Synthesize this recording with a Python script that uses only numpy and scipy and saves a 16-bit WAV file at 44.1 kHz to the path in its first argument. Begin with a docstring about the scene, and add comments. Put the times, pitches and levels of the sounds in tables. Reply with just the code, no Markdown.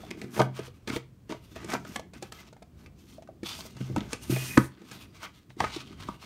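"""Boxes shifted on a wooden table

Hands shift a wooden box and a cardboard box about on a table, close to a phone in a quiet room.
Knocks ring the decaying modes of box walls and table top; card and skin slide in dense tiny random slips
through broad resonances. Under the hands the table rumbles as shaped noise, over steady faint noise.
"""
import sys
import numpy as np
from scipy import signal
from scipy.fft import rfft, irfft
from scipy.io import wavfile
from scipy.ndimage import uniform_filter1d

SR = 44100
rng = np.random.default_rng(int(sys.argv[2]) if len(sys.argv) > 2 else 0)


def wrap_up_sound(samples):
    """Save the sound to the file named by the first command line argument, as 16-bit audio."""
    columns = np.atleast_2d(samples).T
    # keep every value between -1 and 1, then stretch to whole-number steps
    tamed = np.clip(columns, -1, 1)
    steps = np.round(tamed * 32767).astype(np.int16)
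    wavfile.write(sys.argv[1], SR, steps)


N = 275625  # length in samples

# Steady room and microphone noise. Each row: frequency in Hz, relative density in dB per Hz.
AIR_COLOUR = [(240, -34), (400, -13.5), (605, -49), (1020, -11), (1360, -15.5), (9210, -25), (10400, -28.5),
              (15500, -25.5)]
AIR_DB = -73

# Hands leaning on the table. Each row: time in seconds, deep shudder in dB, rumble of the table top in dB.
LEAN = [(0.0, -42.5, -51.5), (0.33, -70, -45), (0.39, -59, -35), (0.64, -51, -61), (1.25, -54, -75.5),
        (1.74, -49, -45), (2.1, -53, -58.5), (2.7, -55.5, -63), (2.85, -46.5, -66), (3.05, -55, -58.5),
        (3.85, -48, -56), (3.97, -34.5, -40), (4.12, -48.5, -56.5), (4.55, -47, -44), (4.59, -37, -58),
        (4.78, -67, -56), (4.96, -50, -55), (5.55, -58.5, -67), (5.61, -33, -65), (5.78, -53, -51),
        (6.09, -43.5, -58), (6.25, -59, -56)]
# Deep shudder of the table. 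Each row: frequency in Hz, width of one filter pass in Hz, relative level in dB.
SHUDDER = [(51, 137, -16.5), (88, 8.3, -39)]
# Rumble of the table top. Each row: frequency in Hz, relative density in dB per Hz.
RUMBLE_COLOUR = [(53, -47), (90, 9.5), (124, -13), (178, 13), (273, 8), (394, 5), (600, -28), (780, -17.5),
                 (1320, -120)]

# Strokes of card and skin on wood. Each row: time of full speed in seconds, run-up over 20 dB in ms,
# hold in ms, scrape in dB, fine hiss above the scrape in dB, brightest pitch in Hz.
STROKES = [(0.0, 10, 610, -57, -5, 2200), (0.374, 70.5, 37, -45.5, 0.5, 2030),
           (0.566, 39, 96, -52.5, -5, 2230), (0.741, 21, 175, -74, -5, 2280),
           (0.879, 11, 86, -46, -5.5, 2140), (1.302, 16.5, 35, -51, -9.5, 2240),
           (1.44, 77, 95, -66, -2, 2840), (1.562, 14, 93, -53.5, -7.5, 2260),
           (1.696, 31, 49, -45, -3.5, 1870), (1.902, 138, 62, -54.5, 2.5, 2600),
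           (2.134, 2, 37, -59.5, -5, 2250), (2.227, 16, 46, -58.5, -4, 2400), (2.32, 4, 160, -57, -4, 2560),
           (2.79, 67, 61, -71, -0.5, 2280), (2.99, 25.5, 100, -72, 3, 3220),
           (3.105, 145, 72, -64.5, 0.5, 3860), (3.462, 23, 75, -44.5, -8, 4440),
           (3.551, 21, 157, -52, 0.5, 3800), (3.778, 65, 198, -57.5, -0.5, 2380),
           (3.962, 9, 130, -54, -5, 2400), (4.134, 54, 17, -50.5, -1, 2220),
           (4.24, 65, 50, -53.5, 2.5, 2780), (4.309, 44, 160, -45, 3.5, 3200),
           (4.459, 127, 200, -51, 8, 2600), (4.578, 4.5, 25, -64, -2, 1900),
           (4.722, 35, 320, -65, -24, 2160), (4.906, 103, 146, -55.5, -4.5, 2700),
           (5.149, 69, 58, -61, -5, 2550), (5.23, 47, 28, -50, -8, 2100), (5.342, 38, 89, -67, -6, 3400),
           (5.497, 4, 13, -62, -5, 2600), (5.606, 20, 99, -46, -8, 2370),
           (5.727, 23, 88, -46.5, -9.5, 3050), (5.87, 42, 72, -61.5, -12, 3030),
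           (6.004, 51, 156, -56, -9.5, 2480), (6.225, 60, 57, -53.5, -7, 3060)]
# Resonances of the scraped card. Each row: frequency in Hz, width of one pass in Hz, relative level in dB.
SCRAPE = [(1230, 820, 34.5), (2090, 520, 14), (2800, 3660, 23), (3950, 950, -13.5), (5460, 440, 10)]
# Fine hiss of skin. Each row: frequency in Hz, width of one pass in Hz, relative level in dB.
HISS = [(5830, 3100, 17.5), (9200, 1750, 11.5), (12070, 3000, 11), (14600, 5500, 3)]
# The box floor sings in the long push. Each row: frequency in Hz, width of one pass in Hz, relative level in dB.
BOX_FLOOR = [(2790, 140, -7), (2507, 140, -4.5), (1910, 500, -4)]

# Table top. Each row: frequency in Hz, relative level in dB, t60 in seconds while unloaded.
TABLE = [(129.5, 0, .45), (188, -5, .2)]
# Box walls before detuning. Each row: frequency in Hz, relative level in dB, t60 in seconds.
BOX = [(196.3, 0, 0.081), (305, 7.5, 0.025), (358, 8, 0.03), (461.3, -3.5, 0.082), (534, -0.5, 0.014),
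       (651.6, 10, 0.018), (727, 1, 0.062), (858, 8, 0.016), (963, 3.5, 0.036), (1256, 4, 0.043),
       (1506, 4, 0.041), (1740, 5, 0.016), (1953, 6, 0.026), (2190, 15, 0.0055), (2700, 3, 0.027),
       (3130, 14.5, 0.0028)]
# Knocks that reach the table. Each row: start in seconds, relative ring level in dB, centre of the ring in Hz,
# relative edge crack in dB, relative table thud in dB.
KNOCKS = [(0.106, -26, 320, -39.5, -57), (0.148, -33, 350, -69, -63), (0.172, -30.5, 373, -61, -60),
          (0.214, -28, 290, -46.5, -53), (0.239, -27.5, 304, -57, -39.5), (0.377, -20, 640, -63, -38),
          (0.393, -10.5, 716, -35.5, -19), (0.399, -12, 330, -40, -31), (0.404, -7, 740, -55, -35),
          (0.416, -10.5, 1170, -36.5, -37), (0.591, -21, 370, -48.5, -38), (0.678, -35, 350, -71, -51),
          (0.874, -23.5, 253, -46, -70), (0.898, -18.5, 324, -40, -35.5), (0.932, -21, 298, -70, -43.5),
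          (0.96, -18, 350, -39, -41), (1.293, -24, 304, -53.5, -68), (1.307, -23, 333, -63, -57),
          (1.321, -22, 420, -47, -55), (1.343, -32, 400, -74, -46), (1.56, -27.5, 357, -56, -48),
          (1.644, -27, 338, -48.5, -42), (1.686, -28.5, 300, -54, -56), (1.734, -16.5, 830, -32, -39),
          (1.737, -22.5, 230, -57, -38), (1.748, -19, 1140, -61, -55), (2.16, -33.5, 239, -81, -47),
          (2.224, -28, 380, -39.5, -46), (3.43, -19.5, 256, -47, -65), (3.748, -59, 246, -63, -40),
          (3.805, -22.5, 320, -55, -26), (3.898, -28, 360, -83, -28), (3.962, -17, 900, -36.5, -58),
          (3.968, -16.5, 276, -59, -55), (3.977, -16.5, 224, -47.5, -54), (4.006, -23.5, 244, -56, -57),
          (4.296, -13, 355, -74, -22), (4.322, -16, 327, -57, -19.5), (4.362, -22, 373, -55, -39),
          (4.57, -21, 408, -49, -48), (4.574, -3.5, 1430, -27.5, -16), (4.576, 1, 252.6, -44, -20.5),
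          (4.817, -39, 294, -64, -62), (4.913, -35.5, 256, -47, -46), (5.489, -59, 249, -87, -43),
          (5.566, -31.5, 287, -70, -47), (5.604, -9.5, 1340, -37, -45), (5.621, -24, 950, -50, -40),
          (5.641, -12.5, 1620, -46.5, -54), (5.762, -22.5, 360, -48, -38.5),
          (6.085, -22.5, 267, -52, -43.5)]
# Light taps and ticks on the boxes alone. Each row: start in seconds, relative ring level in dB,
# centre of the ring in Hz, relative edge crack in dB.
TAPS = [(0.034, -33, 580, -81), (1.701, -33, 2400, -42), (1.719, -24, 2550, -42.5), (1.849, -33, 1550, -52),
        (1.959, -21, 776, -35.5), (1.994, -27, 760, -46), (2.135, -39.5, 656, -56.5),
        (2.322, -31.5, 2560, -42), (2.527, -38, 686, -60.5), (2.565, -40.5, 700, -69),
        (2.621, -37, 760, -57.5), (2.861, -39, 2260, -58.5), (3.182, -33, 600, -94),
        (3.222, -36.5, 680, -60), (3.274, -45, 1230, -67), (3.289, -30.5, 570, -83),
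        (3.589, -34.5, 900, -52), (3.653, -34, 820, -60), (3.767, -39, 1220, -55),
        (4.13, -22.5, 1650, -31.5), (5.231, -35, 1570, -93), (5.262, -34, 2180, -92),
        (5.666, -30, 1680, -80), (5.926, -42, 1100, -64), (6.086, -21.5, 1035, -67),
        (6.226, -39, 1080, -77)]

ROOM_T60_S, ROOM_DB, ROOM_DULL_HZ = 0.24, -15.5, 4580
LOW_CUT_HZ, TOP_HZ = 62, 15720  # limits of the phone
SAG_DB_S, RELEASE_DB_S = 41, 381  # every stroke tires from full speed on; release adds to this after the hold
DRONE_DB, DRONE_DB_PER_OCTAVE = 2, -9  # wall drone above a 2 kHz scrape; brighter strokes drone less
PUSH_S = (4.33, 4.56)  # the long push across the grain: start, end
PUSH_GLIDE_HZ = (2640, 2300)  # the song sinks as the push slows
BOX_FLOOR_DB = -45.5
LOADED_DAMPING_DB_S = 125.5  # extra fade of the table once the box rests on it
# a broad face rings low and rattles long, an edge rings high and short
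RATTLE_MS, RATTLE_PER_OCTAVE = 4.5, .85  # rattle at 300 Hz, its factor per octave up
FOCUS_OCTAVES, EDGE_SPREAD = 0.42, 0.13  # span of shaken modes up to 300 Hz, its growth per octave above
TAP_RATTLE_MS, TAP_FOCUS_OCTAVES = 5, 0.21
TOUCH_MS = .8  # the contact closes gradually
PUSH_CYCLES = .55  # length of the first touch, in cycles of the ring
DETUNE = .045  # the grip bends each mode by this random fraction


def undb(db):
    """dB to gain."""
    return 10 ** (np.asarray(db) / 20)


def unit(x):
    """Scale to rms 1."""
    return x / np.sqrt(np.mean(x ** 2))


def convolve(x, response):
    """Pass x through an impulse response, keeping its length."""
    return signal.fftconvolve(x, response)[:len(x)]


def bandpass(x, order, low_hz, high_hz):
    """Keep what lies between two frequencies."""
    return signal.sosfilt(signal.butter(order, [low_hz, high_hz], "band", fs=SR, output="sos"), x)


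def ringing(modes, gains, seconds):
    """Impulse response of decaying modes, neighbours in opposite phase."""
    t = np.arange(int(seconds * SR)) / SR
    out = 0
    for k, ((hz, db, t60), gain) in enumerate(zip(modes, gains)):
        decay = undb(db - 60 * t / t60)
        out = out + (-1) ** k * gain * decay * np.sin(2 * np.pi * hz * t)
    return out


def resonate(x, peaks, lift_db=None):
    """Sum broad resonances, neighbours in opposite phase; lift_db(hz) may shift their balance in time."""
    out, power = 0, 0
    for k, (hz, width, db) in enumerate(peaks):
        b, a = signal.iirpeak(hz, hz / width, fs=SR)
        twice = signal.lfilter(b, a, signal.lfilter(b, a, x))  # steep skirts
        band = (-1) ** k * undb(db) * twice
        gain = undb(lift_db(hz)) if lift_db else 1
        out = out + gain * band
        power = power + gain ** 2 * np.mean(band ** 2)
    return out / np.sqrt(power)


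def coloured(spectrum):
    """Noise of rms 1 with a spectrum drawn through (Hz, dB) points."""
    hz, db = np.transpose(spectrum)
    bins = np.maximum(np.fft.rfftfreq(N, 1 / SR), 1)
    shape = undb(np.interp(np.log(bins), np.log(hz), db))
    return unit(irfft(rfft(rng.standard_normal(N)) * shape, N))


def flicker(rate, db):
    """Gain gliding between random levels of spread db, new ones rate times a second."""
    k = int(SR / rate)
    levels = np.repeat(rng.standard_normal(N // k + 1), k)
    return undb(db * uniform_filter1d(levels, k)[:N])


def slips(per_s, scatter_db):
    """Tiny stick-slip releases at random moments, a few much larger than the rest."""
    when = rng.random(N) < per_s / SR
    size = np.minimum(rng.exponential(size=N), 5)
    return when * rng.standard_normal(N) * undb(scatter_db * size)


def curves(table):
    """Gain curves from rows of seconds and levels in dB."""
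    s, *columns = np.transpose(table)
    return [undb(np.interp(np.arange(N) / SR, s, c)) for c in columns]


def add(track, s, sound):
    """Mix a sound in at time s."""
    i = int(s * SR)
    track[i:i + len(sound)] += sound[:N - i]


def air():
    """Steady noise of the room and the microphone."""
    return undb(AIR_DB) * coloured(AIR_COLOUR)


def room(x):
    """Short diffuse tail of a furnished room, duller than the direct sound."""
    t = np.arange(int(ROOM_T60_S * SR)) / SR
    tail = rng.standard_normal(len(t)) * undb(-60 * t / ROOM_T60_S)
    tail = bandpass(tail * (t > .004), 1, 450, ROOM_DULL_HZ)
    return undb(ROOM_DB) * convolve(x, tail / np.sqrt(np.sum(tail ** 2)))


def rumble(scrape, bright_hz):
    """Shifting weight shakes the table legs and top; coarse slips of the grip drone in the box walls."""
    deep, top = curves(LEAN)
    shudder = deep * resonate(rng.standard_normal(N), SHUDDER)
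    drone = scrape * undb(DRONE_DB + DRONE_DB_PER_OCTAVE * np.log2(bright_hz / 2000))
    upper_modes = BOX[3:]
    walls = unit(convolve(slips(1500, 3.0), ringing(upper_modes, np.ones(len(upper_modes)), .12)))
    uneven = flicker(30, 2.5)
    return shudder + uneven * (top * coloured(RUMBLE_COLOUR) + drone * walls)


def strokes():
    """Gains of scrape and hiss and the brightest pitch; overlapping strokes add in power."""
    t = np.arange(N) / SR
    scrape, hiss, pitch = 1e-14, 0, 2500e-14  # a trace at 2500 Hz keeps the pitch defined
    for s, rise_ms, hold_ms, db, hiss_db, hz in STROKES:
        after = t - s
        fall_db = np.where(after < 0, -20 * after * 1000 / rise_ms, SAG_DB_S * after)
        release_db = RELEASE_DB_S * np.maximum(after - hold_ms / 1000, 0)
        power = undb(db - fall_db - release_db) ** 2
        scrape = scrape + power
        hiss = hiss + power * undb(hiss_db) ** 2
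        pitch = pitch + power * hz  # weighted by power
    return np.sqrt(scrape), np.sqrt(hiss), pitch / scrape


def push_song(t):
    """Slips in the long push make the box floor sing, its strongest pitch sinking."""
    song_hz = np.interp(t, PUSH_S, PUSH_GLIDE_HZ)
    return resonate(slips(3000, 1.8), BOX_FLOOR, lambda hz: -25 * np.abs(np.log2(hz / song_hz)))


def sliding(scrape, hiss, bright_hz, db_per_octave=9, creases_db=-2, crackle_db=-3):
    """Fine slips excite the card edge, the finest hiss like skin on paper; the long push also sings."""
    t = np.arange(N) / SR
    grip = flicker(70, 2.0) * flicker(28, 3.0)

    def slope_db(hz):
        """Speed and pressure move the strongest resonance; the others fall away from it."""
        return -db_per_octave * np.abs(np.log2(hz / bright_hz))

    card = resonate(slips(4000, 1.9), SCRAPE, slope_db)
    # small panels between creases ring narrowly, each for a moment
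    panels = [(hz, hz / 14, 0) for hz in np.geomspace(800, 4800, num=18)]
    creases = resonate(slips(4000, 2.2), panels, lambda hz: slope_db(hz) + 20 * np.log10(flicker(14, 7.0)))
    # each band of the hiss wavers by itself
    skin = resonate(slips(13000, 2.4), HISS, lambda hz: 20 * np.log10(flicker(10.0, 3.2)))
    crackle = resonate(slips(340, 2.1), SCRAPE + HISS, slope_db)  # fibres catching one by one
    rub = scrape * (card + undb(creases_db) * creases + undb(crackle_db) * crackle) + hiss * skin
    pushing = uniform_filter1d(1. * (t > PUSH_S[0]) * (t < PUSH_S[1]), size=2000)
    steadied = grip ** (1 - 0.85 * pushing)  # the heavy box slides more evenly
    return steadied * (rub + undb(BOX_FLOOR_DB) * pushing * push_song(t))


def boom(thud_gain_db=-2, swell_ms=0.94):
    """The table top gathers the energy of each knock and rings it out in its low modes."""
    t, out = np.arange(N) / SR, 0
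    after = t[:SR]
    for hz, db, t60 in TABLE:
        energy = np.zeros(N)
        for s, *_, thud_db in KNOCKS:
            fall_db_s = 60 / t60 + LOADED_DAMPING_DB_S * (s > PUSH_S[1])
            swell = np.expm1(-after * 1000 / swell_ms)
            add(energy, s, (undb(thud_db - fall_db_s * after) * swell) ** 2)
        out = out + undb(db + thud_gain_db) * np.sqrt(energy) * np.sin(2 * np.pi * hz * t)
    return out


def facing_walls(focus):
    """Response of two facing walls, never quite in tune."""
    walls = 0
    for bend in rng.standard_normal((2, len(BOX))):
        bent = [(hz * (1 + DETUNE * b), db, t60) for (hz, db, t60), b in zip(BOX, bend)]
        walls = walls + ringing(bent, focus, 0.1)
    return walls


def contact(ring_db, hz, edge_db, rattle_ms, focus_octaves, crack_db=12, spill_db=13):
    """A touch and a gritty rattle ring the wall modes near the centre; harder edges reach all modes and crack."""
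    t = np.arange(SR // 6) / SR
    fade = np.exp(-t * 1000 / rattle_ms) * -np.expm1(-t * 1000 / TOUCH_MS)
    # uneven micro-impacts under a millisecond long
    grit = np.repeat(rng.exponential(size=len(t) // 30 + 1), 30)[:len(t)]
    rattle = rng.standard_normal(len(t)) * fade * grit / np.sqrt(2)

    spill = min(undb(edge_db - ring_db + spill_db), 1)
    octaves_off = np.log2(np.array(BOX)[:, 0] / hz)
    focus = np.exp(-.5 * (octaves_off / focus_octaves) ** 2) + spill
    focus = focus * undb(3 * rng.standard_normal(len(BOX)))  # each blow lands on another spot

    push = np.sin(np.pi * np.minimum(t * hz / PUSH_CYCLES, 1)) ** 2  # a low, broad face meets the wood more softly
    # at low pitch the first touch carries two thirds of the energy
    blow = rattle + np.sqrt(2 * np.sum(fade ** 2)) * push / push.sum()
    ring = convolve(blow, facing_walls(focus))
    crest = np.sqrt(2 * uniform_filter1d(ring ** 2, size=200).max())  # loudest 200 samples
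    crack = bandpass(rattle, 2, 1500, 8000)
    return ring * undb(ring_db) / crest / 2 + crack / np.abs(crack).max() * undb(edge_db + crack_db)


def knocks():
    """Knocks shake many wall modes and the table; light taps mostly the few modes under the finger."""
    out = boom()
    for s, db, hz, edge_db, _ in KNOCKS:
        octaves_up = np.log2(hz / 300)
        rattle_ms = RATTLE_MS * RATTLE_PER_OCTAVE ** octaves_up
        focus_octaves = FOCUS_OCTAVES + EDGE_SPREAD * max(octaves_up, 0)
        add(out, s, contact(db, hz, edge_db, rattle_ms, focus_octaves))
    for s, *blow in TAPS:
        add(out, s, contact(*blow, TAP_RATTLE_MS, TAP_FOCUS_OCTAVES))
    return out


def scene():
    """Hands, boxes and table in the room, over its steady noise."""
    scrape, hiss, bright_hz = strokes()
    near = knocks() + sliding(scrape, hiss, bright_hz)
    return (near + room(near) + rumble(scrape, bright_hz) + air())[None]


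def record(dry):
    """The phone drops the deepest bass and cuts the top."""
    thin = signal.sosfilt(signal.butter(3, LOW_CUT_HZ, "high", fs=SR, output="sos"), dry)
    return signal.sosfilt(signal.ellip(10, .2, 60, TOP_HZ, fs=SR, output="sos"), thin)


dry = scene()
out = record(dry)
wrap_up_sound(out)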